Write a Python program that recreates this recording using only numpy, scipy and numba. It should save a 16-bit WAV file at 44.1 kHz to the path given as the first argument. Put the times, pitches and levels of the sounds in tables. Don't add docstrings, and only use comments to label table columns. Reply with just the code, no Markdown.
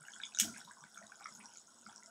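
import sys
import numpy as np
from scipy import signal
from scipy.fft import rfft, irfft
from scipy.io import wavfile
from scipy.ndimage import uniform_filter1d
from numba import njit

SR = 44100
rng = np.random.default_rng(int(sys.argv[2]) if len(sys.argv) > 2 else 0)


def amplitude_ratio(level_db):
    exponent = np.asarray(level_db, float) / 20
    return 10 ** exponent


def master_out(mix):
    frames = np.transpose(np.atleast_2d(mix))
    ceiling = np.clip(frames, -1, 1)
    pcm = np.round(ceiling * 32767).astype(np.int16)
    wavfile.write(sys.argv[1], SR, pcm)


N = 92610
SIZZLE_TOP_HZ = 10770

# t/s of the peak, level/dB of the peak, f/Hz
GLUGS = [(0.018, -54.5, 151), (0.429, -33.5, 215), (.448, -41.5, 313), (.461, -41.5, 273),
         (0.475, -40.5, 237), (0.501, -40, 223), (0.527, -48, 261), (0.561, -50, 208), (0.592, -52, 228),
         (.66, -55.5, 165.5), (0.687, -53, 210), (0.832, -54.5, 154), (.852, -56, 210), (1.0, -55.5, 199),
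         (1.039, -52.5, 210), (1.054, -66, 111), (1.32, -62.5, 155), (1.395, -53.5, 215), (1.448, -63, 202),
         (1.711, -80, 207), (1.829, -57.5, 215), (1.862, -54, 215), (1.881, -49, 215)]


def shade(x, points):
    hz, db = np.array(points, float).T
    f = np.arange(len(x) // 2 + 1) * SR / len(x) + 1
    gain = amplitude_ratio(np.interp(np.log(f), np.log(hz), db))
    y = irfft(rfft(x) * gain, len(x))
    return y / np.std(y)


def band(x, hz, width_hz):
    hz_safe = min(hz, .45 * SR)
    return signal.lfilter(*signal.iirpeak(hz_safe, hz / max(width_hz, 1), SR), x)


def lowpass(x, hz):
    return signal.sosfilt(signal.ellip(8, .5, 60, hz, fs=SR, output="sos"), x)


def walk(rate):
    k = int(SR / rate)
    steps = np.repeat(rng.standard_normal(N // k + 1), k)
    w = uniform_filter1d(uniform_filter1d(steps, k), k)[:N]
    return w / np.std(w)


def crackle(rate, spread_db):
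    return rng.standard_normal(N) * amplitude_ratio(spread_db * walk(rate))


@njit
def bubbles(size, start, gain, hz, rise, fall, glide, lead):
    out = np.zeros(size)
    for e in range(len(start)):
        phase = 0.
        period = SR / hz[e]
        first = int(start[e] - lead * rise * period)
        for i in range(int((rise + 6 * fall) * period)):
            cycle = i / period
            j = first + i
            phase += 2 * np.pi / period * (1 + glide * (cycle - rise))
            if 0 <= j < size:
                if cycle < rise:
                    env = np.sin(.5 * np.pi * cycle / rise) ** 2
                else:
                    env = np.exp(-((cycle - rise) / fall) ** 1.3)
                out[j] += gain[e] * env * np.sin(phase)
    return out


def burst(rows, rise, fall, glide, trim_db, lead=.2):
    s, db, hz = np.array(rows, float).T
    return bubbles(N, s * SR, amplitude_ratio(db + trim_db), hz, max(rise, .3), max(fall, .3), glide, float(lead))


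def pan(x, flicker_db=0.):
    # f/Hz, width/Hz, level/dB
    modes = [(1000, 175, -13.5), (1454, 247, 2), (3400, 860, 2), (5400, 880, -5.5), (6690, 400, 0),
             (7870, 580, -3.5), (11030, 180, -35)]
    through_db, flicker_rate_hz = -6, 25.15
    rings = (amplitude_ratio(db + flicker_db * walk(flicker_rate_hz)) * band(band(x, hz, width), hz, 2 * width)
             for hz, width, db in modes)
    return amplitude_ratio(through_db) * x + sum(rings)


def kitchen(x, wet_db):
    t60_s, gap_s = 0.15, 0.0042
    t = np.arange(SR // 3) / SR
    decay = amplitude_ratio(-60 * (t / t60_s) ** 0.66)
    tail = rng.standard_normal(len(t)) * decay * np.clip(t / gap_s - 1, 0, 1)
    tail = tail * amplitude_ratio(wet_db) / np.sqrt(np.sum(tail ** 2))
    return x + signal.fftconvolve(x, tail)[:N]


def hiss():
    # f/Hz, level/dB
    air_spectrum = [(30, -23), (114, -3.5), (300, 1), (600, -2.5), (1470, -4), (2500, -19), (6540, -8.5),
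                    (10500, -12)]
    hum_hz, hum_width_hz = 215, 18.7
    hum = band(rng.standard_normal(N), hum_hz, hum_width_hz) * amplitude_ratio(5.2 * walk(7.42))
    burner = shade(rng.standard_normal(N), air_spectrum) * amplitude_ratio(-67.5)
    burner = lowpass(0.34 * burner + pan(burner, flicker_db=4.), SIZZLE_TOP_HZ)
    floor = amplitude_ratio(-82) * rng.standard_normal(N)
    return burner + amplitude_ratio(-51.5) * hum + floor


def simmer(t):
    # f/Hz, density/dB per Hz
    crowd_spectrum = [(560, -13.5), (850, -4.5), (1500, -5), (2300, -14), (3500, -17), (5000, -23)]
    # t/s, level/dB
    heat = [
        (0, -1),
        (.5, 6),
        (.8, -3),
        (1.3, 1),
        (1.75, -3.5),
        (2.1, -1),
    ]
    u = rng.random((700, 3)).T
    level_db = np.minimum(-3.0 * np.log(u[1]), 12)
    rows = np.array([u[0] * N / SR, level_db, 550 * 9 ** u[2]]).T
    crowd = shade(burst(rows, rise=2.45, fall=7.8, glide=0.0076, trim_db=0), crowd_spectrum)

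    u = rng.random((1500, 3)).T
    level_db = np.minimum(-5.5 * np.log(u[1]), 13) - 3
    rows = np.array([u[0] * N / SR, level_db, 4500 + 5500 * u[2]]).T
    fat = lowpass(burst(rows, rise=2.4, fall=4.4, glide=0., trim_db=1.5), SIZZLE_TOP_HZ)

    heat_gain = amplitude_ratio(np.interp(t, *np.array(heat).T))
    return heat_gain * (amplitude_ratio(-64.5) * pan(crowd) + amplitude_ratio(-59.5) * pan(fat))


def slosh(t):
    level_db, delay_s, spread_s = -15, .02, 0.03
    env = sum(amplitude_ratio(db + level_db) * np.exp(-((t - s - delay_s) / spread_s) ** 2) for s, db, hz in GLUGS)
    low = band(band(rng.standard_normal(N), 110., 125.), 110., 125.)
    high = band(band(rng.standard_normal(N), 290., 183.), 290., 183.)
    return env * (low / np.std(low) * amplitude_ratio(-16.5) + high / np.std(high) * amplitude_ratio(-15))


def glugs(t):
    return burst(GLUGS, rise=3.434, fall=2.95, glide=0.0046, trim_db=-5.5, lead=0.99) + slosh(t)


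def spits(t):
    # t/s, level/dB, length/s
    jets = [(.02, -77, .018), (.06, -78, .025), (.454, -46, .0015), (.572, -72, .035), (.645, -73, .025),
            (.718, -78, .006), (.895, -78, .012), (.945, -76, .03), (1.2, -76, .008), (1.337, -74, .04),
            (1.392, -74, .004), (1.79, -79, .012), (2.088, -78, .012)]
    hz, width_hz = 12300, 4500
    fizz = band(band(crackle(500., 4), hz, width_hz), hz, width_hz)
    env = sum(amplitude_ratio(db) * (t > s) * np.exp(-(np.abs(t - s) / d) ** 3) for s, db, d in jets)
    return fizz / np.std(fizz) * env


def snaps():
    # t/s of the peak, level/dB of the peak, f/Hz
    droplets = [(0.0095, -43, 9100), (0.0293, -42, 8060), (0.0835, -43, 6600), (0.1003, -51, 7560),
                (0.1571, -42, 6960), (0.1861, -42, 8000), (0.2712, -47, 6600), (0.2815, -50, 6560),
                (0.3119, -51, 7900), (0.3728, -29.5, 6080), (0.4983, -38, 6400), (0.5814, -36, 6900),
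                (0.6873, -53, 5400), (0.7027, -54, 7390), (0.7168, -41, 8100), (0.7356, -45, 6830),
                (0.8117, -54, 6060), (0.8388, -44.5, 7690), (0.869, -60, 7760), (0.8979, -57, 7020),
                (0.9071, -52, 7700), (0.946, -47, 8920), (1.0098, -49, 6040), (1.0426, -52, 6700),
                (1.0688, -42, 6630), (1.2074, -47, 7450), (1.269, -41.5, 5500), (1.3641, -57, 6900),
                (1.4469, -46, 7460), (1.4868, -51, 7500), (1.5376, -42, 6690), (1.5493, -46, 5800),
                (1.5851, -40, 6900), (1.6606, -64, 5700), (1.6726, -46, 6500), (1.7057, -67, 7760),
                (1.7482, -61, 5930), (1.7773, -55, 8060), (1.8134, -44.5, 8300), (1.8205, -48, 6640),
                (1.8723, -44.5, 7720), (1.8871, -45, 7250), (1.9267, -45.5, 5710), (1.9533, -51, 5600),
                (1.9797, -40, 5540), (1.9966, -48, 6100), (2.0342, -43, 6700), (2.0416, -52, 6680),
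                (.4725, -39, 9800), (0.5277, -42, 9000), (0.5468, -50, 9000), (0.56, -48, 8100),
                     (0.576, -36.5, 8840), (0.5966, -43, 8300), (1.322, -54, 8600), (1.339, -49, 9900),
                     (1.5975, -44, 7700), (1.961, -40, 7560), (2.0603, -41, 7200)]
    rows = np.array(droplets)
    return burst(rows, rise=3., fall=4.2, glide=0., trim_db=-2.0, lead=1)


def spatter(t):
    # t/s, level/dB, decay/s
    cracks = [
        (.3897, -34, .0006),
        (.3994, -21, .0005),
        (.4008, -22, .0009),
        (.4068, -32, .001),
        (.4135, -30, .003),
    ]
    # f/Hz, density/dB per Hz
    splat_spectrum = [(1000, -31.5), (1460, -17.5), (1840, -7.5), (3310, -10.5), (4570, -10), (6680, -2),
                      (10000, -9), (15600, -13)]
    spray_s, spray_rise_s, spray_decay_s, spray_db = .388, .011, 0.031, -28
    fizz_db, fizz_decay_s = -22, 0.045
    grit = shade(crackle(700., 3), splat_spectrum)
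    sharp = shade(rng.standard_normal(N), splat_spectrum)
    crack_env = sum(amplitude_ratio(db) * np.exp(-((t - s) / d) ** 2) for s, db, d in cracks)
    late = np.maximum(t - spray_s, 0)
    swell = 1 - np.exp(-(late / spray_rise_s) ** 2)
    spray = grit * amplitude_ratio(spray_db) * swell * np.exp(-(late / spray_decay_s) ** 1.08)
    fizz = band(crackle(280., 1.2), 5730., 650.) * amplitude_ratio(fizz_db) * np.exp(-late / fizz_decay_s)
    splat = sharp * crack_env + spray
    return 0.25 * splat + pan(splat) + swell * fizz


def gurgle():
    # t/s, length/s, level/dB, f/Hz
    vents = [(0.535, 0.072, -55, 2340), (0.571, 0.049, -57, 3400), (0.776, 0.077, -58, 1000),
             (0.838, 0.032, -65.5, 1830), (1.91, 0.032, -70.5, 2540), (1.197, 0.044, -53.5, 1330),
             (1.198, 0.036, -66, 2070), (1.363, 0.13, -59, 926), (1.401, 0.013, -55.5, 2440),
             (1.47, 0.12, -61, 2750), (1.536, 0.048, -62.5, 4430), (1.88, 0.045, -58, 1390),
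             (1.882, 0.04, -61.5, 826)]
    pitch_spread = 0.16
    u = rng.random((len(vents), 9, 3))
    s, length, db, hz = np.array(vents, float).T[:, :, None]
    pitch = hz * (1 + pitch_spread * (2 * u[..., 2] - 1))
    rows = np.array([s + length * u[..., 0], db + 11.1 * u[..., 1], pitch])
    return burst(rows.reshape(3, -1).T, rise=2.63, fall=4.3, glide=0.0011, trim_db=-5.0)


def pop(rows, rise, fall, glide, trim_db):
    rows = np.array(rows, float)
    u = rng.random((len(rows), 2)).T
    shift = [0.00094 * u[0], np.full(len(rows), -14.0), rows[:, 2] * (0.16 + .5 * u[1])]
    over = rows + np.array(shift).T
    tone = burst(rows, rise, fall, glide, trim_db)
    overtone = burst(over, rise, fall, glide, trim_db)
    skin = burst(rows * [1, 1, 1.8], rise=0.39, fall=1.0, glide=0., trim_db=trim_db - 19)
    return tone + overtone + skin


def surface_bubbles():
    # t/s, level/dB of the peak, f/Hz
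    large = [(0.067, -48.5, 1570), (0.083, -37, 1630), (0.136, -52, 1436), (0.161, -42.5, 1510),
             (0.2, -35, 1590), (0.233, -36.5, 2340), (0.346, -48, 1560), (0.372, -38.5, 1520),
             (0.398, -27.5, 2350), (0.431, -37.5, 1560), (0.546, -47.5, 2380), (0.562, -40, 1610),
             (0.613, -42, 1500), (0.675, -44, 1000), (0.695, -47.5, 1090), (0.71, -41.5, 1600),
             (0.769, -49.5, 1070), (0.838, -42, 1510), (0.958, -46.5, 1460), (0.973, -37, 1412),
             (1.014, -48.5, 641), (1.095, -50, 1105), (1.119, -39.5, 1490), (1.209, -48.5, 796),
             (1.256, -32.5, 1280), (1.864, -39, 1370),
             (0.018, -48.5, 1420), (.036, -47, 1474), (0.049, -46, 1460), (.322, -47, 2580),
                  (.447, -45.5, 687), (1.224, -48, 2320), (.464, -46, 700), (1.025, -47, 1870),
                  (1.035, -53.5, 706), (1.123, -48.5, 1586), (1.257, -37.5, 2100), (1.267, -49, 1210),
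                  (1.984, -53.5, 975), (2.026, -50.5, 2030), (2.076, -55.5, 660)]
    # t/s, level/dB of the peak, f/Hz
    small = [(0.0514, -59.5, 2820), (0.135, -50.5, 3280), (0.2155, -50, 3700), (0.2355, -37, 3433),
             (0.348, -44.5, 3700), (0.3865, -40, 2880), (0.398, -39.5, 2950), (0.6484, -56.5, 3790),
             (0.6863, -61, 3680), (0.8359, -63.5, 3480), (0.945, -57.5, 3450), (1.065, -60.5, 3740),
             (1.233, -60.5, 3660), (1.894, -59, 3330)]
    # t/s,
    # level/dB of the peak, f/Hz
    tiny = [(0.119, -44.5, 6470), (0.143, -46, 7000), (0.253, -39, 6640), (0.2598, -55, 6400),
            (0.348, -37, 6670), (0.3529, -42, 6800), (0.3875, -21.5, 6080), (0.3988, -19, 6700),
            (0.4003, -18, 7940), (0.572, -48, 5400), (0.606, -45.5, 5500), (0.807, -50, 5750),
            (0.9778, -42.5, 6460), (1.1564, -47.5, 6850), (1.243, -42.5, 5500), (1.2888, -48, 7550),
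            (1.3239, -47, 5270), (1.35, -43.5, 6680), (1.3553, -51, 6370), (1.394, -47, 9160),
            (1.457, -41.5, 5620), (1.5719, -40.5, 6780), (1.862, -50, 4900), (1.9605, -44.5, 5600),
            (2.0602, -49, 5420)]
    blops = pop(np.array(large), rise=3.86, fall=4.67, glide=0.00027, trim_db=-3)
    plips = pop(small, rise=4.85, fall=8.7, glide=.004, trim_db=6.5)
    ticks = pop(tiny, rise=3.5, fall=7.7, glide=0.0013, trim_db=2)
    return lowpass(blops + gurgle() + plips + ticks, SIZZLE_TOP_HZ)


def scene():
    t = np.arange(N) / SR
    background = hiss() + glugs(t)
    fat = kitchen(spatter(t) + spits(t), wet_db=-11) + kitchen(snaps(), wet_db=-6)
    gravy = kitchen(surface_bubbles() + simmer(t), wet_db=-3.5)
    return (background + fat + gravy)[None]


def low_pass(x):
    return signal.sosfilt(signal.butter(12, 15800, fs=SR, output="sos"), x)


def record(dry):
    top_hz = 15720
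    mix = lowpass(lowpass(dry, top_hz), top_hz)
    return low_pass(mix)


dry = scene()
out = record(dry)
master_out(out)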